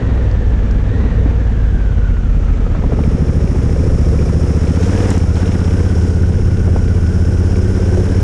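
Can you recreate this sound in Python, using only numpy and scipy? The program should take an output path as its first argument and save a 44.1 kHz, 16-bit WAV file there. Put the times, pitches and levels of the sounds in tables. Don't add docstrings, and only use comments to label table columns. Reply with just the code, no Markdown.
import sys
import numpy as np
from scipy import signal
from scipy.fft import rfft, irfft
from scipy.io import wavfile
from scipy.ndimage import uniform_filter1d, minimum_filter1d

SR = 44100
rng = np.random.default_rng(int(sys.argv[2]) if len(sys.argv) > 2 else 0)


def generate_wav(sig):
    pcm = np.round(np.clip(np.atleast_2d(sig).T, -1, 1) * 32767).astype(np.int16)
    wavfile.write(sys.argv[1], SR, pcm)


N = 362943
TIME = np.arange(N) / SR
CRUISE_HZ = 16.3


# dB with the throttle shut, half open and wide open, then dB added
# per doubling of cruising speed and dB added when the engine labours.
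EXHAUST_RULE = (-12.5, -18, -34, 5.5, 1.5)
# frequency in Hz, relative level in dB.
SILENCER_TONE = [(10, -38.5), (24, -14), (34, 5), (49, 9.5), (65, 4.5), (82, 1), (100, -7.5), (128, -15.5),
                 (175, -28), (250, -32), (400, -38), (9000, -124)]
def exhaust():
    puffs = strokes(phase=0.375, second=0.64, uneven_db=1.2, jitter=0.0026, steady=True)
    return drive(EXHAUST_RULE) * with_crank(colour(puffs, SILENCER_TONE))


GULP_RULE = (-25.5, -11, -17.5, 6.5, -3)
SLAM_RULE = (-49.5, -28.5, -22.5, 1.5, 4.5)
RASP_RULE = (-45, -44.5, -11.5, -5, -0.5)
HISS_RULE = (-71.5, -44, -34.5, 9.5, 2.5)
# frequency in Hz, relative level in dB.
AIRBOX_TONE = [(12, -26), (30, -8.5), (44, -9.5), (54, -7), (68, -1), (82, -3.5), (100, -4.5), (120, -8),
               (145, -24), (200, -18), (400, -49.5), (9000, -126)]
SNORKEL_TONE = [(50, -26.5), (115, -28), (150, -3.5), (178, 3), (200, 3.5), (228, -0.5), (270, -6),
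                (315, -21), (400, -19.5), (700, -29.5), (2500, -58), (12000, -105)]
RASP_TONE = [(350, -22), (700, 6), (1050, 1), (1450, -1), (2000, -4.5), (4000, -18.5), (10000, -59)]
HISS_TONE = [(2500, -22.5), (4400, -17), (5000, -4), (5480, 1), (6050, -6.5), (6700, -6.5), (7600, -12),
             (9800, -12.5), (10600, -20), (11500, -33), (14300, -32), (15500, -40)]
def intake():
    suction = -strokes(phase=0.343, second=1.05, uneven_db=0.7, jitter=0.0015)
    gulps = drive(GULP_RULE) * colour(suction, AIRBOX_TONE)
    closings = strokes(phase=0.42, second=1.44, uneven_db=3.0, jitter=0.0053, steady=True)
    slams = drive(SLAM_RULE) * with_crank(colour(closings, SNORKEL_TONE))
    rasp = drive(RASP_RULE) * colour(noise() * throb(phase=0.36, depth=3, second=2.24), RASP_TONE)
    air = colour(noise() + 0.5 * grit(per_s=2100, spread_db=4.0), HISS_TONE)
    hiss = drive(HISS_RULE) * air * throb(phase=0.29, depth=0.3)
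    return gulps + slams + rasp + hiss


# time in seconds, level in dB.
BARK_LEVELS = [(2.6, -36), (3.0, -18), (4.3, -24), (4.65, -16.5), (5.17, -16.5), (5.28, -26), (5.43, -17),
               (6.05, -23.5), (6.25, -28), (7.3, -26.5), (8.23, -23)]
def bark():
    hits = strokes(phase=0.2845, second=3.9, uneven_db=1.0, jitter=0.0024, steady=True)
    whoops = glides(hits, from_hz=72, to_hz=376, length_s=0.01135, skew=0.76)
    return amp(curve(BARK_LEVELS)) * with_crank(whoops)


# time in seconds, level in dB.
CHUG_LEVELS = [(2.6, -45), (3.1, -30.5), (3.6, -36.5), (3.85, -28), (4.6, -32), (5.05, -22), (5.25, -43),
               (5.5, -33), (7.2, -42.5), (7.95, -28.5), (8.23, -50)]
def chug():
    hits = strokes(phase=0.115, second=0.68, uneven_db=2.5, jitter=0.0065)
    return amp(curve(CHUG_LEVELS)) * glides(hits, from_hz=559.7, to_hz=284, length_s=0.0226, skew=0.7)


# time in seconds, level in dB.
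GROWL_LEVELS = [(2.5, -56), (3.0, -33.5), (3.9, -29.5), (5.1, -38), (5.9, -31), (7.1, -34), (7.98, -24),
                (8.23, -33.5)]
# frequency in Hz, relative level in dB.
GROWL_TONE = [(100, -49), (200, -2), (250, -7), (290, -32), (343, 0), (360, 11), (385, -1), (440, -1.5),
              (485, -19.5), (560, -33), (1000, -51.8), (9000, -110.2)]
def growl():
    hits = strokes(phase=0.1618, second=0.63, uneven_db=2, jitter=0.0063)
    return amp(curve(GROWL_LEVELS)) * colour(hits, GROWL_TONE)


CLATTER_RULE = (-34.5, -29, -24, 20.5, 4.5)
# frequency in Hz, relative level in dB.
CASE_TONE = [(60, -21), (140, -12.5), (210, -10), (265, 4), (315, -5.5), (355, -2.5), (390, -4.5),
             (440, 1.5), (520, -4.5), (650, -14.5), (1200, -25), (1900, -31), (2800, -32.5), (5000, -45),
             (14000, -91)]
def clatter():
    depth = 0.087 + 0.59 * throttle() + 0.62 * labouring()
    shaking = noise() * throb(phase=0.13, depth=depth, second=0.93)
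    blows = unit(strokes(phase=0.14, second=0.3, uneven_db=1.5, jitter=0.0022))
    return drive(CLATTER_RULE) * colour(shaking + 0.16 * blows, CASE_TONE)


TICK_RULE = (-58.5, -56, -41, -5, 2)
RAP_RULE = (-68, -54.5, -36, -8, -21)
# frequency in Hz, relative level in dB.
TICK_TONE = [(1200, -37), (1900, -14.5), (2180, -11.5), (2330, -4), (2500, -15), (2900, -17.5), (4000, -26),
             (9000, -50), (15000, -80)]
RAP_TONE = [(700, -24.5), (1700, -3), (2700, 3.5), (3800, -1), (6000, -11), (9000, -20.5), (14000, -52.5)]
def ticks(tick_s=0.0035, rap_s=0.0052):
    def rattle(hits, decay_s, tone):
        fades = signal.lfilter([1], [1, -np.exp(-1 / (decay_s * SR))], hits)
        return colour(fades * noise(), tone)
    tick = rattle(strokes(phase=0.15, second=0.39, uneven_db=4.5, jitter=0.0038), tick_s, TICK_TONE)
    rap = rattle(strokes(phase=0.12, second=1.0, uneven_db=3.0, jitter=0.0036), rap_s, RAP_TONE)
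    return drive(TICK_RULE) * tick + drive(RAP_RULE) * rap


# time in seconds, level in dB.
WHINE_LEVELS = [(0, -45.5), (.8, -45.5), (0.98, -40.5), (1.35, -48), (1.62, -43.5), (2.2, -41), (2.42, -46),
                (4.2, -50), (5.65, -42), (5.9, -42.5), (6.3, -44), (7, -42), (8.23, -43.5)]
def whine(teeth_per_cycle=91, width_hz=110, overtone_db=-14):
    mesh = 2 * np.pi * teeth_per_cycle * cycles()
    note = drift(width_hz) * np.cos(mesh) + drift(width_hz) * np.sin(mesh)
    overtone = drift(4 * width_hz) * np.cos(2 * mesh) + drift(4 * width_hz) * np.sin(2 * mesh)
    return amp(curve(WHINE_LEVELS)) * (note + amp(overtone_db) * overtone)


ROAR_RULE = (-38, -37.5, -25, 15, 6)
CRUNCH_RULE = (-49.5, -53.5, -45, -0.5, 2)
# frequency in Hz, relative level in dB.
ROAR_TONE = [(200, -11), (500, 6.5), (750, -2), (1100, -5.5), (1600, -5), (2300, -12), (4500, -24.5),
             (10000, -65.5), (15000, -75)]
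CRUNCH_TONE = [(600, -9.5), (1500, -9), (2200, -5.5), (3200, -6.5), (4300, -12.5), (5800, -5), (7200, -10),
               (8500, -16.5), (10500, -26.5), (12000, -30), (15000, -42)]
# time in seconds, change in crunch in dB.
LOOSE_GRAVEL = [(4.4, -2.5), (4.85, 9.5), (5.65, -5), (6.1, 9), (6.16, -5)]
def tyres(roar_clumps_db=1.0, crunch_clumps_db=0.2):
    roar = colour(noise() + 0.4 * grit(per_s=790, spread_db=2.0), ROAR_TONE)
    crunch = colour(noise() + grit(per_s=2300, spread_db=0.5), CRUNCH_TONE)
    roar_gain = drive(ROAR_RULE) * amp(roar_clumps_db * drift(40))
    crunch_gain = drive(CRUNCH_RULE) * amp(curve(LOOSE_GRAVEL) + crunch_clumps_db * drift(58))
    return roar_gain * roar + crunch_gain * crunch


# start in seconds, level in dB.
GRAVEL_SPRAYS = [(4.824, -35.5), (5.035, -44), (5.101, -37), (5.358, -39), (6.759, -54)]
def sprays(rise_s=0.013):
    t, bursts = np.arange(SR // 5) / SR, np.zeros(N)
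    for start, db in GRAVEL_SPRAYS:
        add(bursts, start, amp(db) * t / rise_s * np.exp(1 - t / rise_s))
    return bursts * colour(noise(), CRUNCH_TONE)


# start in seconds, peak level in dB, ring in Hz.
KNOCKS = [(1.257, -10.5, 313), (2.665, -21, 650), (2.749, -14.5, 615), (2.838, -15.5, 577),
          (2.921, -14.5, 540), (2.988, -11.5, 470), (3.29, -18, 810), (3.557, -21, 700), (6.675, -9.5, 430),
          (6.761, -12, 720), (7.971, -16, 330)]
def knocks(decay_s=0.0074):
    t, out = np.arange(SR // 10) / SR, np.zeros(N)
    for start, db, hz in KNOCKS:
        tone = [(hz / 6, -15), (hz / 2, 0), (hz, 0), (hz * 2, -12), (hz * 5, -36), (hz * 20, -70)]
        knock = colour(noise(len(t)) * np.exp(-t / decay_s), tone)
        add(out, start, amp(db) * knock / abs(knock).max())
    return out


# start in seconds, peak level in dB, ring in Hz.
STONE_HITS = [(0.313, -33, 4840), (0.7104, -30, 5230), (3.091, -37, 4640), (5.1023, -26.5, 6400),
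              (5.1047, -16, 7160), (5.1795, -19, 6440)]
def stones(decay_s=0.0019):
    t, out = np.arange(SR // 20) / SR, np.zeros(N)
    for start, db, hz in STONE_HITS:
        tone = [(hz / 2, -18), (hz, 0), (hz * 1.3, -6), (hz * 1.8, -34)]
        ping = colour(noise(len(t)) * np.exp(-t / decay_s), tone)
        add(out, start, amp(db) * ping / abs(ping).max())
    return out


# time in seconds, level in dB.
GUSTS = [(0, -17), (2.5, -17), (3.2, -17), (4.3, -15.5), (4.7, -24), (5.65, -23), (6.1, -17), (6.35, -15),
         (6.55, -17), (7.4, -19.5), (8.23, -22)]
# frequency in Hz, relative level in dB.
WIND_TONE = [(8, -23), (25, -2), (48, -3), (64, -4.5), (95, -4), (130, -8.5), (180, -13.5), (250, -14),
             (330, -29), (700, -45), (3000, -80.5), (14000, -110)]
def wind(waver_db=1.25):
    return amp(curve(GUSTS) + waver_db * drift(1.26)) * colour(noise(), WIND_TONE)


# time in seconds, opening 0 to 1.
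THROTTLE_MOVES = [(2.55, 0), (3.02, 0.41), (3.5, 0.46), (3.85, 0.49), (4.65, 0.58), (5.12, 0.73),
                  (5.29, 0.5), (5.4, 0.65), (6.0, 0.55), (6.25, 0.47), (7.3, 0.5), (8.0, 0.58),
                  (8.23, 0.56)]
def throttle():
    return np.clip(curve(THROTTLE_MOVES), 0, 1)


# time in seconds, cycles per second.
ENGINE_SPEED = [(0.0, 21.124), (0.76, 17.719), (1.01, 21.036), (1.69, 17.568), (2.36, 14.856),
                (2.86, 13.468), (2.99, 14.328), (3.22, 13.505), (4.45, 14.484), (4.76, 15.267),
                (5.01, 19.106), (5.26, 14.737), (5.44, 16.627), (5.64, 15.573), (5.73, 16.43),
                (6.18, 16.11), (7.37, 16.225), (8.23, 17.537)]
def cycles():
    return np.cumsum(curve(ENGINE_SPEED)) / SR


def labouring(full_hz=14.05, free_hz=15.35):
    return np.clip((free_hz - curve(ENGINE_SPEED)) / (free_hz - full_hz), 0, 1)


def drive(rule):
    shut, half, wide, per_doubling, labour = rule
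    throttle_db = np.interp(throttle(), [0, 0.5, 1], [shut, half, wide])
    speed_db = per_doubling * np.log2(curve(ENGINE_SPEED) / CRUISE_HZ)
    return amp(throttle_db + speed_db + labour * labouring())


def strokes(phase, second, uneven_db, jitter, steady=False, gap=0.368):
    turned = TIME * CRUISE_HZ if steady else cycles()
    pulses = np.zeros(N)
    for offset, strength in ((phase, 1), (phase + gap, second)):
        slip, force = rng.standard_normal((160, 2)).T
        at = np.searchsorted(turned, np.arange(len(slip)) + offset + jitter * slip)
        pulses[at[at < N]] += strength * amp(uneven_db * force[at < N])
    return pulses / np.sqrt(curve(ENGINE_SPEED))


def throb(phase, depth, gap=0.34, second=1):
    turned = cycles() - phase
    swell = np.cos(np.pi * turned) ** 20 + second * np.cos(np.pi * (turned - gap)) ** 20
    return unit(1 + depth * swell)


def with_crank(x):
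    return np.interp(cycles(), TIME * CRUISE_HZ, x)


def glides(hits, from_hz, to_hz, length_s, skew):
    progress = np.arange(0, 1, 1 / (length_s * SR))
    hz = from_hz + (to_hz - from_hz) * progress
    note = np.sin(np.pi * progress ** skew) ** 2 * np.sin(2 * np.pi * np.cumsum(hz) / SR)
    return unit(signal.oaconvolve(hits, note)[:N])


def colour(x, tone, size=32768):
    hz, db = np.transpose(tone)
    log_hz = np.log(abs(np.fft.fftfreq(size, 1 / SR)) + 1)
    log_gain = np.log(amp(np.interp(log_hz, np.log(hz), db)))
    response = np.exp(np.conj(signal.hilbert(log_gain)))
    ring = np.fft.ifft(response).real[:size // 4]
    return unit(signal.oaconvolve(x, ring)[:len(x)])


def noise(length=N):
    return rng.standard_normal(length)


def grit(per_s, spread_db):
    clicks = (rng.random(N) < per_s / SR) * rng.choice([-1, 1], N)
    return unit(clicks * amp(spread_db * np.minimum(rng.exponential(1, N), 4)))


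def drift(hz):
    keep_slow = np.exp(-(np.fft.rfftfreq(N, 1 / SR) / hz) ** 2)
    return unit(irfft(rfft(noise()) * keep_slow, N))


def amp(db):
    return 10 ** (np.asarray(db) / 20)


def unit(x):
    return x / np.sqrt(np.mean(x ** 2) + 1e-20)


def curve(rows):
    return np.interp(TIME, *np.transpose(rows))


def add(mix, start_s, sound):
    part = mix[max(round(start_s * SR), 0):][:len(sound)]
    part += sound[:len(part)]


def scene():
    engine = exhaust() + intake() + bark() + chug() + growl() + clatter() + ticks() + whine()
    road = tyres() + sprays() + knocks() + stones()
    return (engine + road + wind())[None]


def record(dry, threshold=0.67, squeeze=0.74, top_hz=15200):
    span = SR // 100
    gain = minimum_filter1d(threshold / np.maximum(abs(dry), threshold), span) ** squeeze
    limited = dry * uniform_filter1d(gain, span)
    treble_cut = signal.firwin(511, top_hz, window=("kaiser", 9), fs=SR)
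    return signal.oaconvolve(limited, treble_cut[None], "same")


dry = scene()
out = record(dry)
generate_wav(out)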